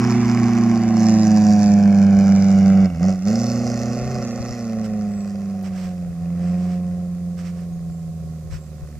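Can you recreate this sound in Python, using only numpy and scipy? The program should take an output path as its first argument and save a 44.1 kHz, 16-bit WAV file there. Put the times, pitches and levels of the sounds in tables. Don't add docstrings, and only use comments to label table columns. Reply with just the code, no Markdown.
import sys
import numpy as np
from scipy import signal
from scipy.fft import rfft, irfft, next_fast_len
from scipy.io import wavfile
from scipy.ndimage import uniform_filter1d, map_coordinates

SR = 44100
rng = np.random.default_rng(int(sys.argv[2]) if len(sys.argv) > 2 else 0)


def to_wav(sig):
    pcm = np.clip(np.atleast_2d(sig), -1, 1) * 32767
    pcm = np.round(pcm).astype(np.int16)
    wavfile.write(sys.argv[1], SR, pcm.T)


def invert_db(level):
    return 10 ** (np.asarray(level, dtype=float) / 20)


N = 396459
TIME = np.arange(N) / SR

# [t/s, delay/ms, share of the clatter, share of the rasp]
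SAND_ECHO = [(0, .76, .15, .12), (.7, .82, .15, .15), (1.2, 1.0, .3, .38), (2, 1.15, .6, .3),
             (2.5, 1.25, .6, .45), (3.1, 1.36, .6, .4), (4, 1.41, .65, .48), (5, 1.43, .55, .35),
             (5.8, 1.43, .3, .2)]
# [t/s, extra delay/ms, share]
SAND_SINK = [(0, 0.12, 0.88), (1, .17, 0.79), (2, 0.28, 0.57), (3, 0.2, 0.53), (4, .22, 0.98),
             (5.2, .22, 0.83), (6.2, 0.21, 0.39), (8.99, 0.48, 0.42)]
CYLINDER_SPREAD = [0.3, 0.9, -2.1, -1.8]


def vehicle():
    shut, hz = throttle()
    first_db, second_db, third_db, snarl_db, uneven, clatter_db, rasp_db = levels(shut, hz)
    turns, clicks, blows = firings(hz, uneven)
    lines = exhaust_lines(hz, turns, first_db, second_db, third_db)
    snarl = pipe_snarl(turns, clicks, blows, snarl_db, uneven)
    clatter = block_clatter(turns, blows, clatter_db)
    rasp = tailpipe_rasp(turns, blows, rasp_db)
    return lines + rumble(first_db) + off_sand(snarl, clatter, rasp)


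def throttle():
    # [t/s, firing rate f/Hz]
    speed = [(0, 122.1), (.7, 116), (1.38, 105.8), (2.0, 99.23), (2.8, 96.37), (3.1, 98.53), (3.44, 119.4),
             (3.92, 121.1), (4.11, 130.9), (4.3, 117), (4.51, 122.6), (4.7, 111.6), (5.11, 101.9),
             (5.58, 96.94), (6.16, 85.2), (6.61, 89.75), (7.6, 86.88), (8.99, 74.6)]
    # [t/s, time shut/s, closing time/s, speed lost/Hz]
    lifts = [
        (2.859, .135, 0.029, 17),
        (3.091, .15, 0.076, 14),
    ]
    open_s, sag_lead_s, regain_s = 0.031, 0.026, 0.12
    shut, hz = np.zeros(N), curves(speed)[0]
    for s, length, close_s, lost_hz in lifts:
        closing = (TIME - s) / close_s
        opening = (s + length + open_s - TIME) / open_s
        shut = shut + np.clip(np.minimum(closing, opening), 0, 1)
        low = s + length - sag_lead_s
        sagging = (TIME - s + sag_lead_s) / length
        regaining = 1 - (TIME - low) / regain_s
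        hz = hz - lost_hz * np.clip(np.minimum(sagging, regaining), 0, 1)
    return shut, uniform_filter1d(hz, size=700)


def levels(shut, hz):
    # [t/s, reach of the low tones/dB, line of sight/dB, aim of the tailpipe/dB]
    path = [(0, -10, -32, -6.5), (.92, -11.5, -37.5, -7.5), (1.0, -10, -36.5, 0), (1.7, -9, -39.5, -0.5),
            (1.85, -9.5, -41, -6), (2.3, -9, -39, -5), (2.42, -10, -40, -1), (2.85, -9.5, -39.5, -8.5),
            (3.38, -14, -41.5, 3.5), (4.06, -17.5, -42, -2.5), (4.6, -24, -45.5, -0.5),
            (4.8, -18.5, -49, -5), (5.3, -23, -52, -5), (6.16, -22.5, -56.5, -11),
            (6.45, -15.5, -51.5, -11), (7.2, -22.5, -59.5, -9), (8.25, -23.5, -62, -10),
            (8.99, -30, -58.5, -9)]
    # [t/s, unevenness 0-1]
    roughness = [(0, .58), (.9, .5), (1.2, .1), (2.85, .18), (3.3, .55), (4.55, .55), (4.72, .2), (5.3, .4),
                 (6.1, .35), (6.4, .2), (7.3, .3), (8.99, .42)]
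    # [f/Hz, level/dB]
    first_response = [(70, -4), (85, -18.5), (105, -16.5), (120, -11.5), (135, -8)]
    second_response = [(140, -12), (160, -7.5), (178, -3.5), (200, -2), (215, -3.5), (232, -4.5),
                       (243, -9.5), (265, -33)]
    third_response = [(210, 6.5), (260, 2.5), (295, 1), (320, 7.8), (350, 1), (400, 1)]
    third_sight, snarl_sight = 0.8, 0.4
    reach, sight, aim = curves(path)
    cut = -15 * shut
    flutter = drift(16, count=6)
    loose = 1 + 2.1 * shut
    first = reach + read(first_response, hz) + 0.65 * cut + loose * flutter[0]
    second = reach + read(second_response, 2 * hz) + 0.66 * cut + 0.98 * loose * flutter[1]
    third = third_sight * sight + (1 - third_sight) * reach
    third = third + read(third_response, 3 * hz) + 0.37 * cut + 2.24 * flutter[2]
    snarl = snarl_sight * sight + (1 - snarl_sight) * reach
    snarl = snarl - 8.5 + 0.86 * cut + 0.8 * flutter[3]
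    uneven = np.clip(curves(roughness)[0] + 0.05 * flutter[4], 0, 1)
    clatter = sight + 0.6 * cut
    rasp = sight + aim + 0.76 * cut + 0.45 * flutter[5]
    return first, second, third, snarl, uneven, clatter, rasp


def firings(hz, uneven):
    runner_ms = [0.055, 1, -0.65, 0.13]
    turns = np.cumsum(hz) / SR
    fired = np.flatnonzero(np.diff((turns + 1.02).astype(int)))[1:-1]
    count = len(fired)
    chance = rng.standard_normal((1200, 3))
    late_ms = uneven[fired] * (np.resize(runner_ms, count) + 0.06 * chance[:count, 2])
    departure = 0.6 * np.resize(CYLINDER_SPREAD, count) + 0.16 * chance[2:count + 2, 0]
    clicks = np.zeros(N)
    clicks[fired + (late_ms * SR / 1000).astype(int)] = 1 + uneven[fired] * departure
    spread = np.resize(np.roll(CYLINDER_SPREAD, 2), len(chance))
    blows = np.exp(0.3 * chance[:, 0] + 2.3 * chance[:, 1] + 0.23 * spread)
    return turns, clicks, np.minimum(blows, np.exp(2.2))


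def exhaust_lines(hz, turns, first_db, second_db, third_db):
    # [f/Hz, width/Hz]
    chamber_mode = (200.7, 33)
    # [order, level over the first order/dB]
    quarters = [(.5, -17.5), (.75, -11), (1.25, -29.5), (1.5, -8.5), (1.75, 1), (2.25, -7)]
    # [order, level over the third order/dB]
    near_third = [(4, -10.5), (2.75, -11), (3.25, -17)]
    out = invert_db(first_db + 3.0) * np.cos(2 * np.pi * turns + 0.2)
    out += invert_db(second_db + 2.5) * np.cos(4 * np.pi * turns)
    out += invert_db(third_db + 1.5) * sand_gain(3 * hz) * np.cos(6 * np.pi * turns - 1.5)
    centre, width = chamber_mode
    waver = drift(6.2, count=18)
    for k, (order, db) in enumerate(quarters + near_third):
        if k < len(quarters):
            level = invert_db(first_db) / (1 + ((hz * order - centre) / width) ** 2)
        else:
            level = invert_db(third_db) * sand_gain(order * hz)
        shift = 0.25 * waver[9 + k] + rng.uniform(0, 2 * np.pi)
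        line = np.cos(2 * np.pi * np.round(4 * order) / 4 * turns + shift)
        out += level * invert_db(db + 1.5 + 1.3 * waver[k]) * line
    return out


def pipe_snarl(turns, clicks, blows, snarl_db, uneven):
    # [f/Hz, level/dB]
    pipe = [(250, -44.5), (320, 4), (370, 4), (450, 0), (512, 4), (537, 6), (565, 4), (690, -1.5), (728, 8),
            (765, 0.5), (820, -6), (910, -43.5), (1085, -6.5), (1400, -34.5)]
    ringing = invert_db(snarl_db - 2.5) * causal(clicks, pipe)
    gas = rng.standard_normal(N) * (0.8 + puffs(turns, blows, -0.03, 0.6, 0.2))
    growl = invert_db(snarl_db - 13 + 14 * uneven) * coloured(gas, pipe)
    return beyond_crest(ringing) + growl


def beyond_crest(snarl):
    # [f/Hz, width/Hz, level/dB]
    long_modes = [(382, 89, -2.5), (532.4, 40, -5), (713.5, 52, -4.5), (1063, 40, -1.5)]
    crest_s, cross_s = 4.48, 0.7
    size = next_fast_len(N)
    hz = np.fft.rfftfreq(size, 1 / SR)
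    gain = invert_db(-14.5)
    for f, width, db in long_modes:
        gain = gain + invert_db(db) / (1 + (2 * (hz - f) / width) ** 2)
    thinned = irfft(rfft(snarl, size) * gain, size)[:N]
    behind = np.clip((TIME - crest_s) / cross_s, 0, 1)
    return (1 - behind) * snarl + behind * invert_db(4.0) * thinned


def block_clatter(turns, blows, clatter_db):
    # [f/Hz, level per Hz/dB]
    block = [(780, -40), (830, 0.5), (920, -3), (1000, 1.5), (1100, -1.5), (1300, -1.5), (1600, -1.5),
             (2000, -4), (2300, -3), (2850, -11), (3100, -15), (3600, -15.5), (4300, -38.5)]
    swell = 2.26 + puffs(turns, blows, 0.0036, 0.36, 0.64)
    return invert_db(clatter_db - 1.5) * coloured(rng.standard_normal(N) * swell, block)


def tailpipe_rasp(turns, blows, rasp_db):
    # [f/Hz, level per Hz/dB]
    jet = [(1940, -49), (3300, -20.5), (3930, -11.5), (4800, 1), (5470, 2.5), (7040, -5), (8170, -24),
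           (8940, -29.5), (12300, -24), (14400, -27.5), (15500, -32.5)]
    swell = 0.47 + puffs(turns, blows, -0.16, 0.57, 0.33)
    return invert_db(rasp_db) * coloured(rng.standard_normal(N) * swell, jet)


def rumble(first_db):
    flow = [(35, -11), (70, -4), (130, -1), (200, 5.5), (300, -9.5), (400, -16)]  # (f/Hz, level/dB)
    return invert_db(uniform_filter1d(first_db, size=5000) - 10) * coloured(rng.standard_normal(N), flow)


def puffs(turns, blows, start, length, power):
    place = np.clip((turns - start) % 1 / length, 0, 1)
    size = blows[(turns - start + 1).astype(int)] ** power
    return size * np.sin(np.pi * place ** 0.58) ** 2


def off_sand(snarl, clatter, rasp):
    delay_ms, clatter_share, rasp_share = curves(SAND_ECHO)
    extra_ms, snarl_share = curves(SAND_SINK)
    echo = later(snarl_share * snarl, delay_ms + extra_ms)
    echo = echo + later(clatter_share * clatter, delay_ms + 0.12)
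    echo = echo + later(rasp_share * rasp, delay_ms)
    return snarl + clatter + rasp + echo


def sand_gain(hz):
    extra_ms, share = curves(SAND_SINK)
    delay_ms = curves(SAND_ECHO)[0] + extra_ms
    return abs(1 + share * np.exp(2j * np.pi * hz * delay_ms / 1000))


def ports(x):
    # [f/Hz, left minus right level/dB]
    port_balance = [(60, -2.5), (110, -2.0), (200, -2.5), (380, -2.5), (700, -2), (1290, -1), (2380, -4),
                    (4400, 3.5), (8120, -20), (15000, 0)]
    # [f/Hz, left lead/rad]
    port_phase = [(0, 0), (2760, 0.79), (3010, -1), (3530, -5), (4050, -6), (4570, -7.5), (5600, -7.5),
                  (5940, -8), (7580, -6.5), (8440, -11.5), (9390, -7), (9820, 5), (13300, -2), (15200, -2)]
    size = next_fast_len(N)
    hz = np.fft.rfftfreq(size, 1 / SR)
    lean = invert_db(np.interp(hz, *np.transpose(port_balance)) / 2)
    turn = np.exp(1j * np.interp(hz, *np.transpose(port_phase)))
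    shake_ms = 0.011 * drift(14, count=1)[0]
    pair = np.array([later(x, shake_ms), later(x, -shake_ms)])
    return irfft(rfft(pair, size) * np.array([lean * turn, 1 / lean]), size)[:, :N]


def feet():
    # [t/s, length/s, level/dB]
    steps = [
        (4.829, 0.053, -43),
        (5.619, 0.1, -46),
        (5.69, 0.29, -45),
        (6.346, 0.32, -50.5),
        (6.559, 0.2, -51),
        (6.663, 0.16, -51),
        (7.363, 0.082, -45.5),
        (7.416, 0.13, -47),
        (7.513, 0.19, -54.5),
        (8.49, .12, -45),
    ]
    # [f/Hz, level per Hz/dB]
    crunch = [(530, -31), (900, 4.5), (1240, 6.5), (1330, 6), (2280, 4.5), (3740, -5), (5460, 2.5),
              (6950, -6.5), (7710, -1.5), (11700, -25), (14000, -10)]
    press = np.zeros(N)
    for s, length, db in steps:
        press += invert_db(db) * np.sin(np.pi * np.clip((TIME - s) / length, 0, 1) ** 0.8) ** 2
    lumps = invert_db(1.7 * rng.standard_normal(N // 60 + 1).repeat(60)[:N])
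    grains = rng.standard_normal((3, N)) * lumps
    pair = press * coloured(grains[0] + 0.79 * grains[1:], crunch)
    return pair * invert_db(np.array([[-2.5], [2.5]]))


def casing():
    # [t/s, peak level/dB, f/Hz]
    ticks = [
        (5.322, -54, 6000),
        (5.629, -31, 12200),
        (7.266, -50, 6140),
        (7.607, -40.5, 11000),
        (7.635, -44, 6500),
        (8.875, -39, 8050),
    ]
    out, t = np.zeros(N), np.arange(200) / SR
    for s, db, hz in ticks:
        out[round(s * SR):][:200] += invert_db(db) * np.sin(2 * np.pi * hz * t) * np.exp(-t / 0.00015)
    return out * invert_db(np.array([[-3.5], [2.5]]))


def wind():
    # [middle t/s, length/s, level/dB]
    gusts = [
        (4.3, 1.96, -50),
        (7.801, 0.49, -57),
        (8.251, 0.37, -42),
        (8.53, .2, -35),
        (8.831, 0.043, -35),
        (8.972, 0.16, -44),
    ]
    # [f/Hz, level per Hz/dB]
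    buffeting = [(12, -46), (20, -24), (81, -6.5), (147, -13.5), (195, -62), (352, -29.5), (474, -65.5),
                 (500, -32.5), (650, -69), (1100, -120)]
    lumps = invert_db(4.5 * drift(22, count=2))
    blow = invert_db(-46.5)
    for s, length, db in gusts:
        blow = blow + invert_db(db) * np.cos(np.pi * np.clip((TIME - s) / length, -0.5, 0.5)) ** 2
    return blow * invert_db(np.array([[3.5], [-7]])) * lumps * coloured(rng.standard_normal((2, N)), buffeting)


def insects():
    # [t/s, length/s, f/Hz, level/dB]
    chirrs = [
        (5.06, 0.29, 7820, -58),
        (7.7, .1, 6565, -64),
        (7.87, 0.18, 7420, -64),
        (8.56, .14, 7600, -61),
    ]
    width_hz = 240
    r = np.exp(-np.pi * width_hz / SR)
    out = np.zeros(N)
    for s, length, hz, db in chirrs:
        t = np.arange(0, length, 1 / SR)
        noise = [1, 1j] @ rng.standard_normal((2, N // 16))[:, :len(t)]
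        slow = signal.lfilter([1], [1, -2 * r, r * r], noise)
        buzz = evened((slow * np.exp(2j * np.pi * hz * t)).real)
        out[round(s * SR):][:len(t)] += invert_db(db) * np.sin(np.pi * t / length) * buzz
    return out * invert_db(np.array([[-3], [2.5]]))


def hiss():
    # [f/Hz, level per Hz/dB]
    floor = [(530, -37), (900, -12), (967, -5), (1180, -2.5), (1330, -5.5), (1630, -18), (2930, -10.5),
             (4950, -4.5), (5710, -6.5), (6360, -3.5), (15600, -14)]
    return invert_db(-59 + np.array([[-1.5], [4.5]])) * coloured(rng.standard_normal((2, N)), floor)


def evened(x):
    return x / np.sqrt(np.mean(x ** 2) + 1e-20)


def curves(rows):
    s, *columns = np.transpose(rows)
    return [np.interp(TIME, s, c) for c in columns]


def drift(per_s, count):
    knots = rng.standard_normal((count, 400))
    return np.array([np.interp(TIME * per_s, np.arange(len(k)), k) for k in knots])


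def read(points, hz):
    f, db = np.transpose(points)
    return np.interp(np.log(hz + 1), np.log(f + 1), db, left=-120, right=-120)


def coloured(x, points):
    size = next_fast_len(N)
    gain = invert_db(read(points, np.fft.rfftfreq(size, 1 / SR)))
    return evened(irfft(rfft(x, size) * gain, size)[..., :N])


def causal(x, points):
    db = read(points, abs(np.fft.fftfreq(16384, 1 / SR)))
    log_gain = np.log(invert_db(np.maximum(db, -70)))
    ring = np.fft.ifft(np.exp(np.conj(signal.hilbert(log_gain)))).real[:4096]
    return evened(signal.oaconvolve(x, ring)[:N])


def later(x, delay_ms):
    return map_coordinates(x, [np.arange(N) - delay_ms * SR / 1000], order=3)


def scene():
    return ports(vehicle()) + feet() + casing() + wind() + insects() + hiss()


def low_pass(x):
    return signal.sosfilt(signal.butter(12, 15710, fs=SR, output="sos"), x)


def record(dry):
    return low_pass(dry)


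dry = scene()
out = record(dry)
to_wav(out)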